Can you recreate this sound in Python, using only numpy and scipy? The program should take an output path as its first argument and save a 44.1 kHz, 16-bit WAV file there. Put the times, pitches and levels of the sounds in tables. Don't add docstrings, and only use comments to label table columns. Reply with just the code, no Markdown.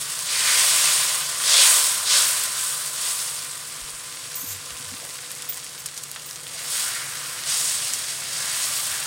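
import sys
import numpy as np
from scipy import signal
from scipy.fft import rfft, irfft, next_fast_len
from scipy.io import wavfile

SR = 44100
rng = np.random.default_rng(int(sys.argv[2]) if len(sys.argv) > 2 else 0)


def wav_record(signal):
    frames = np.transpose(np.atleast_2d(signal))
    bounded = np.clip(frames, -1, 1)
    quanta = np.round(bounded * 32767).astype(np.int16)
    wavfile.write(sys.argv[1], SR, quanta)


N = 399546
T = np.arange(N) / SR
PADDED = next_fast_len(N + SR // 10, True)
FREQS = np.maximum(np.arange(PADDED // 2 + 1) * SR / PADDED, 1)


def from_db(db):
    return 10 ** (np.asarray(db) / 20)


def rms_one(x):
    return x / np.sqrt(np.mean(x ** 2) + 1e-20)


def in_time(rows):
    s, *columns = np.transpose(rows)
    return [np.interp(T, s, column) for column in columns]


def high_pass(x, order, hz):
    return signal.sosfilt(signal.butter(order, hz, "high", fs=SR, output="sos"), x)


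def colour(x, points):
    hz, db = np.transpose(points)
    gain = from_db(np.interp(np.log(FREQS), np.log(hz), db))
    return irfft(rfft(x, PADDED) * gain, PADDED)[:N]


def resonator(hz, width_hz):
    r, w = np.exp(-np.pi * width_hz / SR), 2 * np.pi * hz / SR
    return np.array([1, 0, -1]) * (1 - r * r) / 2, [1, -2 * r * np.cos(w), r * r]


def resonate(x, hz, width_hz):
    return signal.lfilter(*resonator(hz, width_hz), x + 1e-18)


def drift(per_s):
    knots = rng.standard_normal(4000)
    return rms_one(np.interp(T * per_s, np.arange(len(knots)), knots))


def swell(start, length, edge):
    phase = (T - start) / length
    return np.sin(np.pi / 2 * np.clip(np.minimum(phase, 1 - phase) / edge, 0, 1))


def tone(hz, waver_hz, per_s=12):
    return np.sqrt(2) * np.sin(2 * np.pi * np.cumsum(hz + waver_hz * drift(per_s)) / SR)


def add(out, s, sound):
    i = round(s * SR)
    out[i:i + len(sound)] += sound[:N - i]


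def kitchen(x, wet_db, t60_s=0.17, wall_cut_hz=9000):
    t = T[:SR // 3]
    tail = rng.standard_normal(len(t)) * from_db(-60 * t / t60_s) * (t > .002)
    tail = signal.sosfilt(signal.butter(1, wall_cut_hz, fs=SR, output="sos"), tail)
    return x + from_db(wet_db) * signal.fftconvolve(x, tail / np.linalg.norm(tail))[:N]


# pitch in Hz, waver in Hz, level in dB before the swell, throb in dB.
HUM = [(98, 1.62, -66.5, 3.5), (145, 2.4, -59.5, 4.5)]
# pitch in Hz, relative level in dB.
RUMBLE = [(20, -26), (40, -9.5), (62, -2.5), (82, -5.5), (105, 1), (150, 7), (175, -1), (215, -5),
          (255, -2), (380, -4), (550, -2), (800, -5), (1500, -7)]
# time in seconds, swell of hum and rumble in dB, whine in dB.
STOVE_BALANCE = [(0, -1, -69), (2.5, -2.5, -64), (3.4, -3.5, -62), (4.1, -2.5, -58.5), (5.3, -2.5, -57.5),
                 (6.1, -3, -63.5), (6.6, -1, -57.5), (9.06, 0.5, -67)]


def stove(rumble_db=-49, whine_hz=491.5):
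    swell_db, whine_db = in_time(STOVE_BALANCE)
    hum = 0
    for hz, waver_hz, db, throb_db in HUM:
        throb = throb_db * np.tanh(drift(9.6))
        hum = hum + from_db(db + throb) * tone(hz, waver_hz)
    rumble_colour = list(RUMBLE) + [(SR / 2, -70)]
    rumble = from_db(rumble_db) * rms_one(colour(rng.standard_normal(N), rumble_colour))
    whine = from_db(whine_db) * tone(whine_hz, waver_hz=0.63)
    return from_db(swell_db) * (hum + rumble) + whine


def scuff(start_s=4.99, length_s=0.13, level_db=-48.5, hz=476, width_hz=590):
    rub = resonate(resonate(rng.standard_normal(N), hz, width_hz), hz, width_hz)
    return from_db(level_db) * swell(start_s, length_s, edge=.4) * rms_one(rub)


# start in seconds, level in dB, mean pitch in Hz, length in seconds.
BUMPS = [(3.81, -46, 45, .048), (3.925, -53, 42, .05), (4.428, -43.5, 265, 0.024), (4.427, -49, 176, 0.028),
         (4.446, -46, 98, 0.17), (4.705, -50, 62, .06), (4.79, -51, 250, .035), (4.84, -49, 96.7, 0.15),
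         (4.915, -45, 267, 0.038), (4.92, -48, 206, 0.031), (8.9, -55, 94.6, 0.042)]


def bumps(wobble=0.0405):
    clock = np.cumsum(1 + wobble * drift(60)) / SR
    out = np.zeros(N)
    for s, db, hz, length in BUMPS:
        cycles = np.sqrt(2) * np.sin(2 * np.pi * hz * clock)
        out += from_db(db) * swell(s, length, edge=0.41) * cycles
    return out


# start in seconds, length in seconds, level in dB before the partials' own,
# extra level of the lower partials in dB.
SQUEAKS = [(4.353, .016, -38, 4), (4.378, .024, -39, 1), (4.403, .022, -45, 9), (4.427, .024, -41, -2),
           (4.46, 0.078, -44, 6), (5.489, .016, -36, -6), (5.783, .02, -43, 0), (6.26, .012, -41, -6),
           (6.283, .075, -51, -14)]
# pitch in Hz, waver in Hz, mean relative level in dB.
SQUEAK_PARTIALS = [(5560, 130, -23), (6660, 420, -10), (7700, 190, -12), (10700, 160, -12),
                   (12200, 170, -10), (12750, 380, -8), (13130, 170, -8), (14700, 110, -2)]


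def squeaks(flicker_db=4.5):
    top, lower = np.zeros(N), np.zeros(N)
    for s, length, db, lower_db in SQUEAKS:
        gate = from_db(db) * swell(s, length, edge=0.11)
        top += gate
        lower += gate * from_db(lower_db)
    partials = []
    for hz, waver_hz, db in SQUEAK_PARTIALS:
        flicker = from_db(db + flicker_db * drift(70))
        partials.append(flicker * tone(hz, waver_hz, per_s=400))
    return kitchen(top * partials[-1] + lower * sum(partials[:-1]), wet_db=1)


def pops(per_s=110, usual_db=-29.5, spread_db=2.5, top_hz=11500):
    level_db = usual_db + 2 * swell(4.64, 1.4, edge=0.16)
    rows = []
    for when, size, pitch in rng.random((int(per_s * N / SR), 3)):
        peak_db = level_db[int(when * N)] + spread_db * min(-np.log(size), 3)
        rows.append((when * T[-1], peak_db, 2500 * 4 ** pitch, top_hz, .0004))
    return rows


# time in seconds, peak in dB before the bass cut, pitch in Hz,
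# top of the snap in Hz, decay time of the spray in seconds.
SPITS = [(0.1911, -9, 8340, 12000, .0005), (2.4377, -4, 9800, 13000, .0003),
         (2.8619, -14, 8340, 12000, .0003), (2.8724, -16, 8600, 12000, .0003),
         (4.3443, -17, 6170, 11000, .0006), (4.5073, -19, 7200, 11000, .001),
         (4.7062, -17, 2600, 9000, 0.00059), (4.8633, -25, 5700, 10000, .0003),
         (5.1886, -26, 900, 3500, 0.002), (5.3164, -13.5, 9800, 14000, .0008),
         (5.3192, -24, 8500, 12000, .0006), (5.3518, -16.5, 9100, 13000, .0004),
         (5.4220, -14, 7000, 12000, .0012), (5.4255, -23, 4000, 9000, .002),
         (5.5440, -15, 8000, 13000, .0005), (5.5734, -18.5, 7700, 12000, .0012),
         (5.5802, -21, 5800, 10000, .0004), (5.6444, -19, 7700, 11000, .001),
         (5.8591, -17, 7640, 13000, 0.007), (5.9681, -20, 5800, 10000, .0004),
         (5.9772, -13, 7300, 12000, .0005), (5.9790, -25.5, 7500, 11000, 0.012),
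         (6.0355, -19, 8400, 13000, 0.0058), (6.1149, -14, 10000, 14000, 0.0012),
         (6.1615, -15, 1600, 6500, .0005), (6.1652, -19.5, 1300, 5460, .0004),
         (6.2215, -21, 5900, 10000, .0005), (6.2747, -28, 6700, 10000, .0008),
         (6.3006, -22, 8260, 13000, .0006), (6.3108, -17, 6800, 11000, .0012),
         (6.3588, -15, 5200, 11000, .0003), (6.4682, -19, 2400, 8000, 0.00032),
         (6.6889, -17, 7800, 12000, 0.00036), (7.4375, -13, 3600, 9000, 0.0005),
         (7.9363, -3.5, 7360, 10000, 0.0003), (8.1419, -28, 5520, 12000, .0004),
         (8.2221, -25, 7620, 12000, .0003)]


def spits(spray_db=-6, full_spray_s=0.0035, tail_db=-20, tail_t60_s=.08, width_hz=3000, lowest_hz=750):
    out, t = np.zeros(N), T[:SR // 20]
    for s, peak_db, hz, top_hz, length in list(SPITS) + pops():
        strength = from_db(spray_db) * np.sqrt(min(length / full_spray_s, 1))
        spray = strength * np.exp(-(t / length) ** 2)
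        tail = from_db(tail_db - 60 * t / tail_t60_s)
        push = (spray + tail) * rng.standard_normal(len(t))
        push[0] = 2
        ringing = resonate(push, hz, min(width_hz + hz / 2, 2 * hz))
        snap = signal.lfilter(*signal.butter(2, top_hz, fs=SR), ringing)
        add(out, s, from_db(peak_db) * snap / abs(snap).max())
    return high_pass(out, 2, lowest_hz)


def bursts(per_s, size_db, largest, width_share, count=14):
    chance = np.clip(per_s / SR, 0, 1)
    sizes = from_db(size_db * np.minimum(rng.exponential(1, N), largest)) * rng.choice([-1, 1], N)
    clicks = sizes * (rng.random(N) < chance) / np.sqrt(chance)
    dealt, snaps, power = rng.integers(0, count, N), 0, 0
    for k, hz in enumerate(np.geomspace(900, 14000, count)):
        snaps = snaps + resonate(clicks * (dealt == k), hz, width_share * hz)
        response = rfft(resonate(signal.unit_impulse(1024), hz, width_share * hz))[1:-1]
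        power = power + abs(response) ** 2
    hz = np.linspace(0, SR / 2, len(power) + 2)[1:-1]
    return colour(snaps, np.c_[hz, -10 * np.log10(power)])


def scatter(x, share=0.34, delays_s=(.0007, .0019, .0043)):
    spectrum = rfft(x, PADDED)
    for delay_s in delays_s:
        echo = np.exp(-2j * np.pi * FREQS * delay_s)
        spectrum = spectrum * (share - echo) / (1 - share * echo)
    return irfft(spectrum, PADDED)[:N]


# pitch in Hz, width in Hz, then the lift in dB of this
PAN_BANDS = [(548, 80, 0.5, 3.0, 4.0), (619, 60, -2.5, -1.5, -5.0), (665, 40, 5.0, 2.5, 2.5),
             (789, 35, 0.0, 3.0, 1.5), (853, 170, -0.5, 0.5, -2.0), (1024, 115, 1.5, 2.0, 1.5),
             (1168, 95, 1.5, 1.0, -1.5), (1249, 90, 0.0, -1.0, 2.5), (1301, 75, -3.0, -2.0, 1.0),
             (1329, 45, -2.0, 1.0, -2.5), (1544, 100, 3.5, 0.0, 0.0), (1631, 100, -1.0, -1.0, 2.0),
             (1733, 100, -2.0, -1.5, -2.0), (1808, 40, 2.0, 1.0, 2.0), (2003, 75, -1.0, 1.0, -3.0),
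             (2118, 420, 2.0, 3.5, 3.5), (2121, 110, 2.0, -0.5, -3.0), (2216, 135, -3.0, -1.5, 2.5),
             (2330, 135, 1.5, -2.0, -2.5), (2735, 60, 0.5, 2.0, 1.0), (3253, 125, -0.5, 0.0, 2.0),
             (3377, 205, 2.0, 1.0, 2.0), (3632, 295, 1.0, 1.0, -1.5), (3754, 95, -2.0, 0.5, 2.0),
             (3932, 70, 2.0, 1.0, 1.5), (4713, 380, 2.5, 3.0, 1.0), (4880, 250, -0.5, -1.0, 1.5),
             (5600, 385, 2.5, 3.5, 2.0), (5921, 585, -1.5, -2.0, -1.5), (6654, 585, 1.5, 2.0, 2.0),
             (6937, 130, 1.0, 1.0, 3.5), (7071, 135, -1.5, -2.0, -1.5), (7763, 455, 1.0, 1.5, 1.0),
             (10040, 1200, 1.0, 0.5, 0.5)]


def pan_body(x, column):
    for hz, width_hz, *lifts_db in PAN_BANDS:
        x = x + (from_db(lifts_db[column]) - 1) * resonate(x, hz, width_hz)
    return x


# pitch in Hz, relative level in dB.
OVER_PAN = [(420.0, -18), (600.0, -11.5), (820.0, -17), (1020.0, -6), (1500.0, -6.5), (2200.0, -9),
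            (3200.0, -6), (4600.0, -5.5), (6000.0, -6), (7300.0, -3.5), (8300.0, 1), (9400.0, -0.7),
            (11500.0, -11), (15600.0, -14.5)]
# pitch in Hz, relative level in dB.
BESIDE_PAN = [(420.0, -42), (600.0, -10.5), (870.0, -12.5), (1100.0, -9.5), (1550.0, -6.5), (2200.0, -11.5),
              (3200.0, -8), (4600.0, -5), (6000.0, -5.5), (7300.0, -4.5), (8200.0, 2), (9400.0, 0.5),
              (11500.0, -9), (15600.0, -11.5)]
# time in seconds, place (0 over the pan, 1 close above the batter,
# 2 beside the rim; fractions lie between).
PLACE = [(3.0, 0.32), (3.6, 0.24), (5.2, 1.15), (6.5, 1.5)]


def heard_from_place(fry):
    place, = in_time(PLACE)
    heard = np.zeros(N)
    for k, points in enumerate((OVER_PAN, OVER_PAN, BESIDE_PAN)):
        nearness = np.maximum(1 - abs(place - k), 0)
        heard += nearness * rms_one(colour(pan_body(fry, k), points))
    return heard


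def glide(x, s, length, from_hz, to_hz, width_hz, size=256):
    out, state = np.zeros(N), np.zeros(2)
    for i in range(max(int(s * SR), 0), min(int((s + length) * SR), N), size):
        hz = np.interp(i / SR, [s, s + length], [from_hz, to_hz])
        block = slice(i, i + size)
        out[block], state = signal.lfilter(*resonator(hz, width_hz), x[block], zi=state)
    return out


# start in seconds, length in seconds,
# first pitch in Hz, last pitch in Hz, width in Hz, greatest lift of this band alone in dB.
GUSHES = [(0.259, 0.4, 2407, 2250, 300, 5.5), (.27, 0.4, 1950, 1850, 160, 4),
          (0.35, 0.21, 1400, 1300, 580, 3.5), (0.24, 0.49, 490, 450, 200, 1.5),
          (1.45, 0.24, 4500, 2600, 2000, 5.5), (1.46, 0.22, 700, 490, 170, 4.5),
          (2.03, 0.19, 4200, 3900, 3000, 4.5), (2.09, 0.21, 710, 470, 150, 4.5),
          (1.92, 1.06, 1500, 1500, 360, 3), (6.69, 0.96, 1500, 1230, 400, 6),
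          (6.86, 0.34, 2000, 1800, 460, 2.5), (6.1, 0.24, 2800, 2800, 80, 7.5),
          (7.43, 0.41, 7500, 7500, 3400, 2), (6.7, 0.37, 2100, 1700, 1200, 2.5),
          (7.46, .17, 6100, 4500, 1500, 2.5), (8.26, 0.37, 1900, 1300, 630, 3.5),
          (8.872, 0.33, 1250, 1400, 590, 4.5)]


def gush(fry):
    for s, length, from_hz, to_hz, width_hz, lift_db in GUSHES:
        band = glide(fry, s, length, from_hz, to_hz, width_hz)
        fry = fry + (from_db(lift_db) - 1) * swell(s, length, edge=0.47) * band
    return fry


def surge(pour, size):
    s, rise_s, peak_db, hold_s, settle_db_per_s, lag_s, wet_db, spray_db = pour
    pour_db, _, lag_share, wet_share, spray_share, pace = size
    build_s = max(rise_s + lag_share * lag_s, 1 / SR)
    attack = np.sin(np.pi / 2 * np.clip((T - s) / build_s, 0, 1)) ** (1 + lag_share)
    top_db = peak_db + pour_db + wet_share * wet_db + spray_share * spray_db
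    settled_db = pace * settle_db_per_s * np.maximum(T - s - build_s - hold_s, 0)
    return attack * from_db(top_db - settled_db)


# start in seconds, rise in seconds,
# peak in dB, hold in seconds, settling in dB/s, lag in seconds, wet splutter in dB, fine spray in dB.
POURS = [(-0.3, 0.22, -30.5, 0.035, 3.5, 0.035, -2.3, 2.5),
         (0.236, 0.095, -23.5, 0.14, 27, 0.036, 0.5, -2.5), (0.327, 0.32, -19, 0.2, 20.5, 0.015, 1.9, 0.1),
         (0.85, 0.12, -31, .04, 21, .02, -2, 5), (1.325, 0.11, -29, 0.043, 20, 0.0097, -4, 4),
         (1.383, 0.25, -14, 0.024, 34.5, 0.125, -0.9, 0), (2.039, 0.11, -18, 0.026, 27.5, 0.088, -1, 0),
         (2.518, 0.056, -27, 0.013, 14.5, 0.063, -3, 4.5), (2.934, .11, -25, 0.049, 29, 0.067, -3.5, 2),
         (6.426, 0.21, -35, 0.73, 1, 0.029, 5, 1), (6.643, 0.14, -26, 0.03, 49.5, 0, -3, 2),
         (7.442, 0.08, -24, 0.11, 13.5, 0, -1.5, -2.5), (8.19, 0.38, -26.5, 0.074, 9, 0.12, 0.5, 1)]
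# time in seconds, level in dB before the size offset.
CRACKLE = [(0, -32.5), (3.9, -34), (5.3, -34.5), (5.8, -36.5), (6.3, -37), (9.06, -36)]


def vigour(size):
    lasting_db, = in_time(CRACKLE)
    power = from_db(lasting_db + size[1]) ** 2
    return np.sqrt(power + sum(surge(pour, size) ** 2 for pour in POURS))


SIZE_EDGES = (900, 1600, 2900, 7000, 11000)


def split_sizes(fry):
    below = [0] + [1 / (1 + (FREQS / hz) ** 12) for hz in SIZE_EDGES] + [1]
    spectrum = rfft(fry, PADDED)
    return [irfft(spectrum * (high - low), PADDED)[:N] for low, high in zip(below, below[1:])]


# offset in a pour in dB, offset in the crackle in dB,
# share of the lag, share of the wet splutter, share of the fine spray, pace of settling (factors).
SIZES = [(-0.96, -3, 0.15, 0.94, 0.23, 0.73), (-2, 0.2, 0.4, 0.53, 0.66, 0.79),
         (0.6, 0.5, 0.083, 1.2, 0, 1.1), (1.63, -1.1, 0.015, 0.38, 0, 1.066),
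         (-0.57, -3, 0.42, 0, 0.35, 1.12), (0.5, -2, 0.92, 0.27, 0.89, 1.25)]


def sizzle(bursts_per_s=7000, crowding=.75, wash_db=-2, flutter_db=0.28, patchy_db=0.56, lowest_hz=380):
    strengths = [vigour(size) for size in SIZES]
    fry_db = 20 * np.log10(sum(strengths))
    per_s = bursts_per_s * from_db(crowding * (fry_db - fry_db.mean()))
    crackle = rms_one(bursts(per_s, size_db=3.9, largest=4.8, width_share=.9))
    wash = from_db(wash_db) * rng.standard_normal(N)
    fry = kitchen(scatter(crackle), wet_db=-10.5) + wash
    fry = high_pass(fry, 3, lowest_hz)
    fry = gush(heard_from_place(fry))
    mix = np.zeros(N)
    for band, strength in zip(split_sizes(fry), strengths):
        mix += band * strength * from_db(patchy_db * drift(25))
    return mix * from_db(flutter_db * drift(40))


def scene():
    mono = stove() + scuff() + bumps() + squeaks() + spits() + sizzle()
    return np.tile(mono, (2, 1))


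def record(dry, cutoff_hz=15850):
    return signal.sosfilt(signal.ellip(12, .1, 90, cutoff_hz, fs=SR, output="sos"), dry)


dry = scene()
out = record(dry)
wav_record(out)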